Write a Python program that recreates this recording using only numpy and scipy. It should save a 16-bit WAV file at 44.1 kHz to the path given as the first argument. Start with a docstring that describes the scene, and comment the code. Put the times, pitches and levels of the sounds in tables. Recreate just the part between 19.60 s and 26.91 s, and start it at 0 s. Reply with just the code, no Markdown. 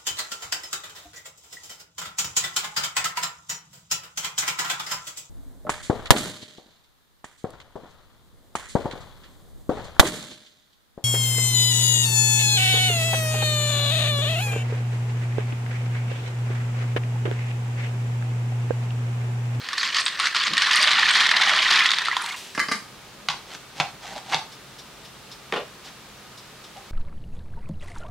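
"""Water patters onto dried chickpeas in a plastic tub, close to a pair of microphones, slightly right.
Poured from a steel flask, it swells into a bubbling gurgle as the peas go under, then thins and stops.
The flask is set down with a clank, a lid is pressed on until its edges snap, and the tub knocks onto
a wooden shelf farther off. The place is a small wooden kitchen: after the pour a fridge hums,
and something, perhaps a tap, drips faintly in the distance."""
import sys
import numpy as np
from scipy import signal
from scipy.fft import rfft, irfft
from scipy.io import wavfile
from scipy.ndimage import uniform_filter1d

SR = 44100
rng = np.random.default_rng(int(sys.argv[2]) if len(sys.argv) > 2 else 0)


def bounce(signal):
    """Save signal as a 16-bit WAV file at the path given by the first command-line argument."""
    frames = np.transpose(np.atleast_2d(signal))
    limited = np.clip(frames, -1, 1)
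    pcm = np.round(limited * 32767).astype(np.int16)
    wavfile.write(sys.argv[1], SR, pcm)


N = 322363
TIME = np.arange(N) / SR
TAPS, TOP_HZ = 4096, 15850
HZ = np.fft.rfftfreq(TAPS, 1 / SR)
COVER_START_S, COVER_LENGTH_S = 0.8, 0.6  # the water closes over the peas


# splash colour on bare peas, in deep water and as the stream thins: frequency_hz, level_db
ON_PEAS = [(290, -61), (500, -32), (850, -22.5), (1070, -7), (1560, -11), (1850, -6), (2330, -10),
           (4440, -7), (5830, -18), (8480, -27.5), (15500, -58.5)]
IN_WATER = [(240, -53), (400, -18), (466, -34), (683, -19), (1100, -6), (1630, -5.5), (1790, -0.5),
            (2710, -7), (3410, -1), (4420, -4.5), (8150, -23), (11500, -31.5), (15500, -59)]
THINNING = [(500, -61), (666, -17), (941, -4), (1820, -8.5), (2330, -12), (3430, -6.5), (6500, -12.5),
            (9650, -20.5), (15500, -28)]
def stream(tub_hz=1800, tub_width_hz=140, tub_db=-41):
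    """Close up, tiny bubbles crackle and make the tub sing; larger ones grow as the peas go under."""
    covered = ramp(COVER_START_S, COVER_LENGTH_S)
    thin = ramp(start_s=2.435, length_s=0.34)  # the flask tips back
    crackle = froth(503, 11560, cycles=0.82, rise=0.029, spread_db=1, clump_db=4, count=9000)
    gurgle = froth(737.6, 3108, cycles=7.1, rise=0.0053, spread_db=3, clump_db=3.5, count=1900)
    chime = froth(1150, 4800, cycles=10, rise=0.003, spread_db=1, clump_db=1.5, count=420)
    swarm = unit_rms(crackle) + gain_of(-5) * (1 + covered) / 2 * unit_rms(gurgle)
    swarm += gain_of(-10) * unit_rms(chime)
    stages = ((1 - covered, ON_PEAS), (covered - thin, IN_WATER), (thin, THINNING))
    splash = sum(share * unit_rms(colour(swarm, curve(tone))) for share, tone in stages)
    tub = signal.lfilter(*signal.iirpeak(tub_hz, tub_hz / tub_width_hz, fs=SR), crackle)
    tub_gain = gain_of(tub_db) * ramp(0, 0.1) * (1 - thin)
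    return gain_of(-1.2) * poured(splash, flow()) + poured(tub, tub_gain)


# strength of the stream: time_s, level_db
FLOW = [(0.0, -38.5), (0.17, -32.5), (0.3, -28.5), (0.55, -34.5), (0.92, -30.5), (1.0, -21), (1.19, -18),
        (1.62, -16.5), (1.7, -20), (1.82, -17), (2.07, -19), (2.19, -16), (2.26, -19), (2.3, -22.5),
        (2.43, -27.5), (2.69, -30.5), (2.756, -35)]
POUR_END_S = FLOW[-1][0]
# separate spurts, later surges of the full stream: start_s, length_s, level_db, spray_db
SPURTS = [(0.177, 0.1, -27.5, -38), (0.344, 0.069, -23, -33.5), (0.587, 0.1, -24.5, -59),
          (0.754, 0.13, -22, -49), (1.13, 0.04, -21.5, -25.5), (1.211, 0.022, -23, -28),
          (2.108, 0.033, -17, -37)]
def flow():
    """Gain of the water landing in the tub: it builds in spurts, runs full and thins out."""
    steady = gain_of(np.interp(TIME, *np.transpose(FLOW)))
    spurt_power = sum((gain_of(db) * spurt(s, length_s)) ** 2 for s, length_s, db, _ in SPURTS)
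    return np.sqrt(steady ** 2 + spurt_power)


def spray(on_peas_db=-18, in_water_db=-23):
    """Fine spray hisses and sparkles with each spurt; bare peas throw up more than water does."""
    mist = froth(4000, 12600, cycles=3.3, rise=0.018, spread_db=3.5, clump_db=4.5, count=2600)
    pips = froth(5500, 11000, cycles=13, rise=0.012, spread_db=2, clump_db=1.5, count=140)
    hiss = colour(unit_rms(mist) + unit_rms(pips), curve([(2500, -42), (4400, 7.5), (14000, -29)]))
    covered = ramp(COVER_START_S, COVER_LENGTH_S)
    steady = flow() * gain_of(on_peas_db + (in_water_db - on_peas_db) * covered)
    bursts = sum(gain_of(db) * spurt(s, length_s) for s, length_s, _, db in SPURTS)
    return poured(hiss, steady + bursts)


# lumps of water, and single droplets falling back: start_s, level_db, pitch_hz
GULPS = [(0.087, -15.5, 1750), (0.131, -12.5, 1720), (0.18, -11.5, 1770), (0.231, -9.5, 1820),
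         (0.347, -11, 4430), (0.367, -7.5, 3130), (0.463, -6.5, 3600), (0.481, -12.5, 3260),
         (0.599, -10.5, 1260), (0.657, -9, 1660), (0.67, -8, 2070), (0.747, -10, 1350), (0.935, -8, 3030),
         (0.969, -8.5, 2430), (0.979, -3, 1850), (1.02, -4.5, 3060), (1.112, -5.5, 3830), (1.229, -4, 4690),
         (1.274, -9, 3100), (1.568, -8, 1840), (1.691, -5, 1960), (1.714, -4.5, 1810), (2.191, -6.5, 3080),
         (2.258, -6, 1940), (2.263, -7, 3370), (2.306, -7, 3620), (2.316, -4, 3550), (2.385, -4.5, 3470),
         (2.457, -11.5, 2020), (2.484, -13, 2000), (2.567, -10, 3360)]
DROPLETS = [(0.4556, -14.5, 8060), (0.598, -17.5, 8800), (0.979, -18, 7900), (1.511, -13.5, 8060),
            (2.452, -27.5, 9100), (2.6217, -20, 9600), (2.6384, -23, 8100), (2.664, -26, 7700),
            (2.692, -28, 7900)]
def gulps_and_droplets(rise=0.0079, peas_slap_s=0.0057, water_slap_s=0.0032):
    """A lump of water slaps down and leaves one large bubble ringing; stray droplets pip high above."""
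    out = np.zeros(N)
    slap_colour = curve(ON_PEAS) + 3.9 * np.clip(HZ / 10000, 0, 1)
    for s, db, hz in GULPS:
        slap_s = peas_slap_s + (water_slap_s - peas_slap_s) * ramp(COVER_START_S, COVER_LENGTH_S, s)
        add(out, s, gain_of(db - 8.5) * contact(slap_s, slap_colour, crack=0.61))
        cycles = 7 * np.sqrt(hz / 3000)  # small bubbles ring for more cycles
        add(out, s, gain_of(db - 5) * bubble(hz, cycles, rise))
    for s, db, hz in DROPLETS:
        pip = colour(bubble(hz, cycles=11, rise=rise), -abs(HZ - hz) / 330)
        add(out, s, gain_of(db - 1) * pip)
    return butterworth(out, 5, (820, 13000), "band")


# clear bubble notes, most in the last trickle: start_s, level_db, pitch_hz, decay_s
PLINKS = [(0.632, -21, 1415, 0.013), (0.654, -16, 1600, 0.007), (2.484, -9.5, 1294, 0.0035),
          (2.514, -15, 1950, 0.0056), (2.529, -20, 1030, 0.0039), (2.567, -10.5, 994, 0.0037),
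          (2.605, -22, 1380, 0.0045), (2.64, -24, 910, 0.011), (2.709, -23, 2140, 0.0069)]
def plinks():
    """Bubbles ring clearly and glide upwards, some ringing on from a small splash."""
    out = np.zeros(N)
    for s, db, hz, decay_s in PLINKS:
        add(out, s, gain_of(db) * bubble(hz, cycles=decay_s * hz, rise=0.012))
    return butterworth(out, 4, (760, 5000), "band")


# moments when the stream digs deep: middle_s, length_s, level_db
GURGLES = [(1.245, 0.099, -37), (1.876, 0.28, -36)]
def gurgles():
    """Big, low bubbles well up and sink away under the splashing."""
    swarm = froth(611, 814, cycles=7.3, rise=0.0036, spread_db=3.5, clump_db=3.5, count=250)
    swells = sum(gain_of(db) * swell(s, length_s) for s, length_s, db in GURGLES)
    return poured(butterworth(swarm, 3, 550, "high"), swells)


def drumming(drum_db=-52.5, full_flow_db=-18):
    """The stream buffets the floor of the tub, harder as it grows; once there is a dull bump."""
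    buffets = rng.standard_normal(N) * gain_of(4 * band_noise(N, 0, 80))
    drum = colour(buffets, curve([(40, -23), (200, 4.5), (450, -4), (800, -22), (2000, -64)]))
    bump = gain_of(-39.5) * swell(middle_s=0.925, length_s=0.071)
    return poured(drum, gain_of(drum_db - full_flow_db) * flow() + bump)


def foam(start_s=2.762, level_db=-37, fade_s=0.13):
    """A soft fizz dies away in the tub when the stream stops."""
    age = TIME - start_s
    tone = curve([(400, -6), (1200, -6), (2900, 5.5), (8000, -4.5), (15000, -18)])
    fizz = unit_rms(colour(rng.standard_normal(N), tone))
    return gain_of(level_db) * fizz * (age > 0) * np.exp(-abs(age) / fade_s)


# the flask landing: start_s, level_db, decay_s, tilt_db_per_octave, lowest_hz, spot_hz, thud_db
FLASK_BLOWS = [(2.949, -26.5, 0.01, 2.5, 1200, 1640, -5), (2.977, -15, 0.0066, -4.5, 152, 534, -3),
               (2.994, -15, 0.0044, 1.5, 1090, 2080, -27), (3.000, -9.5, 0.0024, 2, 910, 2150, -36),
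               (3.085, -21, 0.011, -1.5, 170, 5060, 0), (3.1145, -16, 0.0078, -1, 200, 1900, -3),
               (3.119, -18.5, 0.0089, 2, 200, 410, -4)]
# colour of its contact: frequency_hz, level_db
FLASK_COLOUR = [(88, -57), (150, -24), (787, -12), (1200, -1), (1350, -8.5), (2100, -9), (3400, -19.5),
                (4810, -12.5), (8750, -29), (9600, -25.5), (15000, -56)]
# modes of the steel: pitch_hz, level_db, t60_s
FLASK_MODES = [(1192, 4, 0.15), (1583, 7, 0.067), (1660, 3, 0.16), (2056, 11, 0.09), (2140, -4, 0.22),
               (3040, -5, 0.23), (4840, -11, 0.22)]
def flask_set_down():
    """The steel flask clatters and rings on wood, near the microphones."""
    return knocks(FLASK_BLOWS, FLASK_COLOUR, FLASK_MODES, contact_db=-3.5, ring_db=-21,
                  thud_hz=215, thud_t60_s=0.04, crack=3.2)


# edges catching: start_s, level_db, decay_s, tilt_db_per_octave, lowest_hz, spot_hz, thud_db
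LID_BLOWS = [(3.6865, -5, 0.0027, 0, 900, 1030, -27.5), (3.699, -16, 0.014, -0.5, 900, 990, -35),
             (3.737, -27, 0.0074, -2, 240, 1010, -28), (4.200, -7, 0.0061, 0, 253, 2490, -12),
             (4.209, -16.5, 0.013, -5.5, 595, 1420, -13), (4.723, -16.5, 0.028, -1.5, 724, 840, -41),
             (4.732, -13, 0.01, -2.5, 710, 2330, -35), (4.745, -6, 0.0038, 0, 258, 3780, -19.5)]
# colour of a snap: frequency_hz, level_db
LID_COLOUR = [(88, -47), (150, 1), (450, -6), (742, -0.5), (1870, -5.5), (2600, -4.5), (3900, -4.5),
              (6060, -13.5), (10000, -29), (15000, -50)]
# modes of the lid and tub: pitch_hz, level_db, t60_s
LID_MODES = [(706, 5.5, 0.054), (835, 2.5, 0.096), (1400, -5, 0.12), (1712, -12, 0.1), (2300, -8, 0.067),
             (3400, 1, 0.091)]
def lid_snaps():
    """Close by, the plastic lid snaps over the rim in three presses."""
    return knocks(LID_BLOWS, LID_COLOUR, LID_MODES, contact_db=-6, ring_db=-23,
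                  thud_hz=156.5, thud_t60_s=0.098, crack=5)


# fingers and plastic rubbing on the tub: middle_s, level_db, length_s, hollow_db
RUBS = [(3.917, -42, 0.088, -11), (3.953, -37.5, 0.02, -24), (4.19, -37.5, 0.049, -6.5),
        (4.46, -39, 0.074, -4), (4.521, -41, 0.057, -0.5), (4.57, -37, 0.033, 3), (4.72, -37, 0.097, -3.5),
        (6.274, -46.5, 0.079, -7), (7.173, -49.5, 0.037, 5.5)]
def rubs():
    """Small slips of skin and plastic scrape and wake the hollow of the tub."""
    out, size = np.zeros(N), SR // 4
    half_s = size / SR / 2
    tone = curve([(80, -24), (150, 7), (600, -11), (1500, 2), (4000, 0.5), (7000, -7), (15000, -33)])
    for s, db, length_s, hollow_db in RUBS:
        slips = rng.standard_normal(size) * gain_of(4 * band_noise(size, 0, 500))
        scrape = unit_rms(colour(slips, tone))
        hollow = gain_of(hollow_db) * band_noise(size, hz=790, width_hz=290)
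        stroke = swell(half_s, length_s)[:size]
        add(out, s - half_s, gain_of(db) * stroke * (scrape + hollow))
    return out


# the tub landing: start_s, level_db, decay_s, tilt_db_per_octave, lowest_hz, spot_hz, thud_db
SHELF_BLOWS = [(5.924, -7, 0.0015, -3.5, 330, 2700, -25), (5.926, -12, 0.0068, -7.5, 300, 410, -17),
               (5.937, -13.5, 0.0085, -3, 330, 480, -21), (5.961, -9.5, 0.0012, -4, 300, 2600, -15),
               (5.964, -16, 0.017, -4, 332, 445, -14)]
# colour of plastic on wood: frequency_hz, level_db
SHELF_COLOUR = [(71, -57), (120, -5.5), (374, -14.5), (445, -9.5), (693, -7), (1200, -8.5), (2400, -7.5),
                (3180, -4.5), (12000, -39.5), (15600, -80)]
# modes of the tub and shelf: pitch_hz, level_db, t60_s
SHELF_MODES = [(393, -7, 0.079), (455, -10, 0.1), (593, -5, 0.23), (732, -6, 0.14), (1166, -6, 0.26)]
def tub_on_shelf():
    """Farther from the microphones, the filled tub knocks onto a wooden shelf."""
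    return knocks(SHELF_BLOWS, SHELF_COLOUR, SHELF_MODES, contact_db=-7, ring_db=-28.5,
                  thud_hz=176, thud_t60_s=0.065, crack=0.87, spot_octaves=0.29)


# drips on a nearly even beat, with two gaps: start_s, level_db
DRIPS = [(4.924, -43), (5.19, -41), (5.453, -44.5), (5.719, -40), (6.253, -41), (6.78, -42.5),
         (7.044, -43.5)]
# colour of a drip: frequency_hz, level_db
DRIP_COLOUR = [(1500, -21), (3600, 0), (4600, -6), (5200, 1), (6300, -11), (15000, -26)]
def drips(rise_s=0.007, fade_s=0.017):
    """Soft ticks across the kitchen, each smeared into a short spatter."""
    out, t = np.zeros(N), TIME[:TAPS]
    envelope = 2 * (1 - np.exp(-t / rise_s)) * np.exp(-t / fade_s)
    for s, db in DRIPS:
        spatter = unit_rms(colour(rng.standard_normal(TAPS), curve(DRIP_COLOUR)))
        add(out, s - rise_s, gain_of(db) * spatter * envelope)
    return out


# colour of the room tone: frequency_hz, level_db
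ROOM_TONE = [(15, -28), (25, -15), (107, -9.5), (140, -7), (313, -10.5), (380, -8.5), (684, -11.5),
             (1200, -11), (1900, -14), (3830, -15.5), (15500, -32.5)]
# bands of the fridge hum: pitch_hz, width_hz, level_db
FRIDGE_HUM = [(44, 10, -66.5), (132.3, 20, -60.5), (202, 18, -64), (1240, 49, -62)]
def fridge_and_air(fridge_on_s=3.2, air_db=-46.5, bass_while_off_db=-8):
    """Steady air all around the microphones, joined by the wavering hum and rumble of the fridge."""
    running = ramp(fridge_on_s, 0.021)
    mid, side = (unit_rms(colour(rng.standard_normal(N), curve(ROOM_TONE))) for _ in range(2))
    air = microphone_pair(mid, side)
    bass = butterworth(air, 1, 120, "low")
    air -= bass * (1 - running) * (1 - gain_of(bass_while_off_db))
    hum = sum(gain_of(db) * band_noise(N, hz, width_hz) for hz, width_hz, db in FRIDGE_HUM)
    return gain_of(air_db) * air + running * hum


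# reverberation of the kitchen: frequency_hz, t60_s
KITCHEN_DECAY = [(120, 0.36), (320, 0.21), (840, 0.32), (2200, 0.28), (5800, 0.32), (14000, 0.52)]
def kitchen(direct, wet_db, delay_s=0.0044):
    """The direct sound, then reflections off close wooden walls, each band dying at its own speed."""
    size = SR // 2
    echoes = rng.standard_normal((2, size)) * (rng.random((2, size)) < .08) * (TIME[:size] > delay_s)
    hz, t, bands = signal.stft(echoes, SR, nperseg=256)
    tails = signal.istft(bands * decay(t, curve(KITCHEN_DECAY, hz)[:, None]), SR, nperseg=256)[1]
    tails = microphone_pair(*(tails / np.linalg.norm(tails, axis=1, keepdims=True)))
    return direct + gain_of(wet_db) * signal.oaconvolve(direct[None], tails, axes=1)[:, :N]


# stereo width of diffuse sound: frequency_hz, side_db
STEREO_WIDTH = [(60, -16), (250, -6.5), (900, -10), (2500, -6), (5000, -2), (9000, -0.5), (13000, -1)]
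def microphone_pair(mid, side):
    """Two closely spaced microphones hear bass alike and treble differently."""
    side = colour(side, curve(STEREO_WIDTH))
    return np.array([mid + side, mid - side])


def bubble(hz, cycles, rise):
    """A trapped bubble rings, dies, and rises in pitch as it nears the surface."""
    age = np.arange(int(5 * cycles / hz * SR) + 2) * hz / (SR * cycles)  # in decay times
    return np.exp(-age) * np.sin(2 * np.pi * cycles * age * (1 + rise * age))


def froth(low_hz, high_hz, cycles, rise, spread_db, clump_db, count):
    """A clumped swarm of bubbles of many sizes, scattered over the whole pour."""
    out, clumps = np.zeros(N), band_noise(N, 0, 67)
    when, pitch, life, size, sign = rng.random((count, 5)).T
    starts_s = when * POUR_END_S
    pitches_hz = np.minimum(low_hz * (high_hz / low_hz) ** pitch, TOP_HZ)
    ring_cycles = cycles * 4 ** (life - .5)
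    size_db = spread_db * np.minimum(-np.log(1 - size), 3.5)
    size_db += clump_db * np.interp(starts_s, TIME, clumps)
    heights = np.sign(sign - .5) * gain_of(size_db) * pitches_hz / np.sqrt(ring_cycles)
    for s, hz, ring, height in zip(starts_s, pitches_hz, ring_cycles, heights):
        add(out, s, height * bubble(hz, ring, rise))
    return out


def poured(x, gain):
    """Levels a sound, makes it follow a gain, and stops it with the stream."""
    power = uniform_filter1d(uniform_filter1d(x ** 2, size=2000), size=1400)
    stop = np.clip((POUR_END_S - TIME) / 0.011 + 1, 0, 1)
    return x / np.sqrt(abs(power) + 1e-4 * power.max()) * gain * stop


def knocks(blows, body, modes, contact_db, ring_db, thud_hz, thud_t60_s, crack, spot_octaves=0.19):
    """Each blow is a clatter of contact, the ringing of the thing, and a thud of the wood below."""
    out, t = np.zeros(N), TIME[:SR // 2]
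    thud = decay(t, thud_t60_s) * np.sin(2 * np.pi * thud_hz * t) * (1 - np.exp(-t * thud_hz))
    for s, db, decay_s, tilt, lowest_hz, spot_hz, thud_db in blows:
        # a blow on a stiff edge leaves the low modes still, and each spot has its own note
        stiff_db = -10 * np.log10(1 + (lowest_hz / (HZ + 1)) ** 8)
        slope_db = tilt * np.log2(np.clip(HZ, 300, 9000) / 1500) + stiff_db
        spot_db = 7 * np.exp(-(np.log2((HZ + 1) / spot_hz) / spot_octaves) ** 2)
        ring = np.zeros(len(t))
        for hz, mode_db, t60_s in modes:
            shifted_hz = hz * (1 + 0.0087 * rng.normal())  # each note shifts a little from blow to blow
            note = np.sin(2 * np.pi * (shifted_hz * t + rng.random()))
            ring += gain_of(mode_db + np.interp(hz, HZ, slope_db)) * decay(t, t60_s) * note
        clatter = contact(decay_s, curve(body) + slope_db + spot_db, crack)
        add(out, s, gain_of(db + contact_db) * clatter)
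        add(out, s, gain_of(db) * (gain_of(ring_db) * ring + gain_of(thud_db) * thud))
    return out


def contact(decay_s, colour_db, crack):
    """A sharp first touch of height crack, with a brief clatter of noise behind it."""
    burst = rng.standard_normal(TAPS) * np.exp(-TIME[:TAPS] / decay_s)
    burst[0] = crack
    burst = colour(burst, colour_db)
    return burst * np.sqrt(decay_s * SR / 2 / np.sum(burst ** 2))


def spurt(start_s, length_s, rise_s=0.0021, fade_s=0.0039):
    """Rises quickly, holds, and dies away."""
    return ramp(start_s, rise_s) * np.exp(-np.maximum(TIME - start_s - length_s, 0) / fade_s)


def swell(middle_s, length_s):
    """A smooth rise and fall."""
    return np.exp(-(2 * (TIME - middle_s) / length_s) ** 2)


def ramp(start_s, length_s, t=TIME):
    """Rises from 0 to 1 in a straight line."""
    return np.clip((t - start_s) / length_s, 0, 1)


def decay(t, t60_s):
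    """Falls by 60 dB in t60_s."""
    return np.exp(-np.log(1000) * t / t60_s)


def band_noise(size, hz, width_hz):
    """Noise in one resonance, rms 1; at 0 Hz, a random flutter."""
    f = np.fft.rfftfreq(size, 1 / SR)
    return unit_rms(irfft(rfft(rng.standard_normal(size)) / (1 + (2 * (f - hz) / width_hz) ** 2), size))


def colour(x, db):
    """Minimum-phase filter with the gain db at the frequencies HZ."""
    cepstrum = irfft(np.log(gain_of(np.maximum(db, -100))))
    cepstrum[1:TAPS // 2] *= 2
    cepstrum[TAPS // 2 + 1:] = 0
    return signal.oaconvolve(x, irfft(np.exp(rfft(cepstrum))))[:len(x)]


def butterworth(x, order, hz, kind):
    """Low, high or band pass."""
    return signal.sosfilt(signal.butter(order, hz, kind, fs=SR, output="sos"), x)


def curve(points, hz=HZ):
    """Joins a table by straight lines on a log-frequency axis."""
    f, value = np.transpose(points)
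    return np.interp(np.log(hz + 1), np.log(f + 1), value)


def gain_of(db):
    """Decibels to gain."""
    return 10 ** (np.asarray(db) / 20)


def unit_rms(x):
    """Scales to an rms of 1."""
    return x / np.sqrt(np.mean(x ** 2) + 1e-20)


def add(mix, start_s, sound):
    """Mixes a sound in at start_s."""
    part = mix[max(round(start_s * SR), 0):][:len(sound)]
    part += sound[:len(part)]


def scene():
    """Pour, flask and lid sit a little right of the microphones; shelf, drips and foam are centred."""
    flask, lid, shelf = flask_set_down(), lid_snaps(), tub_on_shelf()
    pour = stream() + spray() + drumming() + gurgles() + gulps_and_droplets() + plinks()
    near = kitchen(pour, wet_db=-9.5) + kitchen(flask, wet_db=-1) + kitchen(lid + rubs(), wet_db=-4.5)
    centre = kitchen(shelf, wet_db=-2.5) + kitchen(drips() + foam(), wet_db=-7.5)
    return near * gain_of([[-.35], [.35]]) + centre + fridge_and_air()


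def record(dry, ceiling=0.8):
    """Behind the microphones: a low cut for rumble, rounded peaks and a steep treble limit."""
    dry = butterworth(dry, 4, 36, "high")
    rounded = dry / (1 + (dry / ceiling) ** 4) ** (1 / 4)
    lowpass = signal.firwin(511, TOP_HZ, window=("kaiser", 9), fs=SR)
    return signal.oaconvolve(rounded, lowpass[None], "same")


dry = scene()
out = record(dry)
bounce(out)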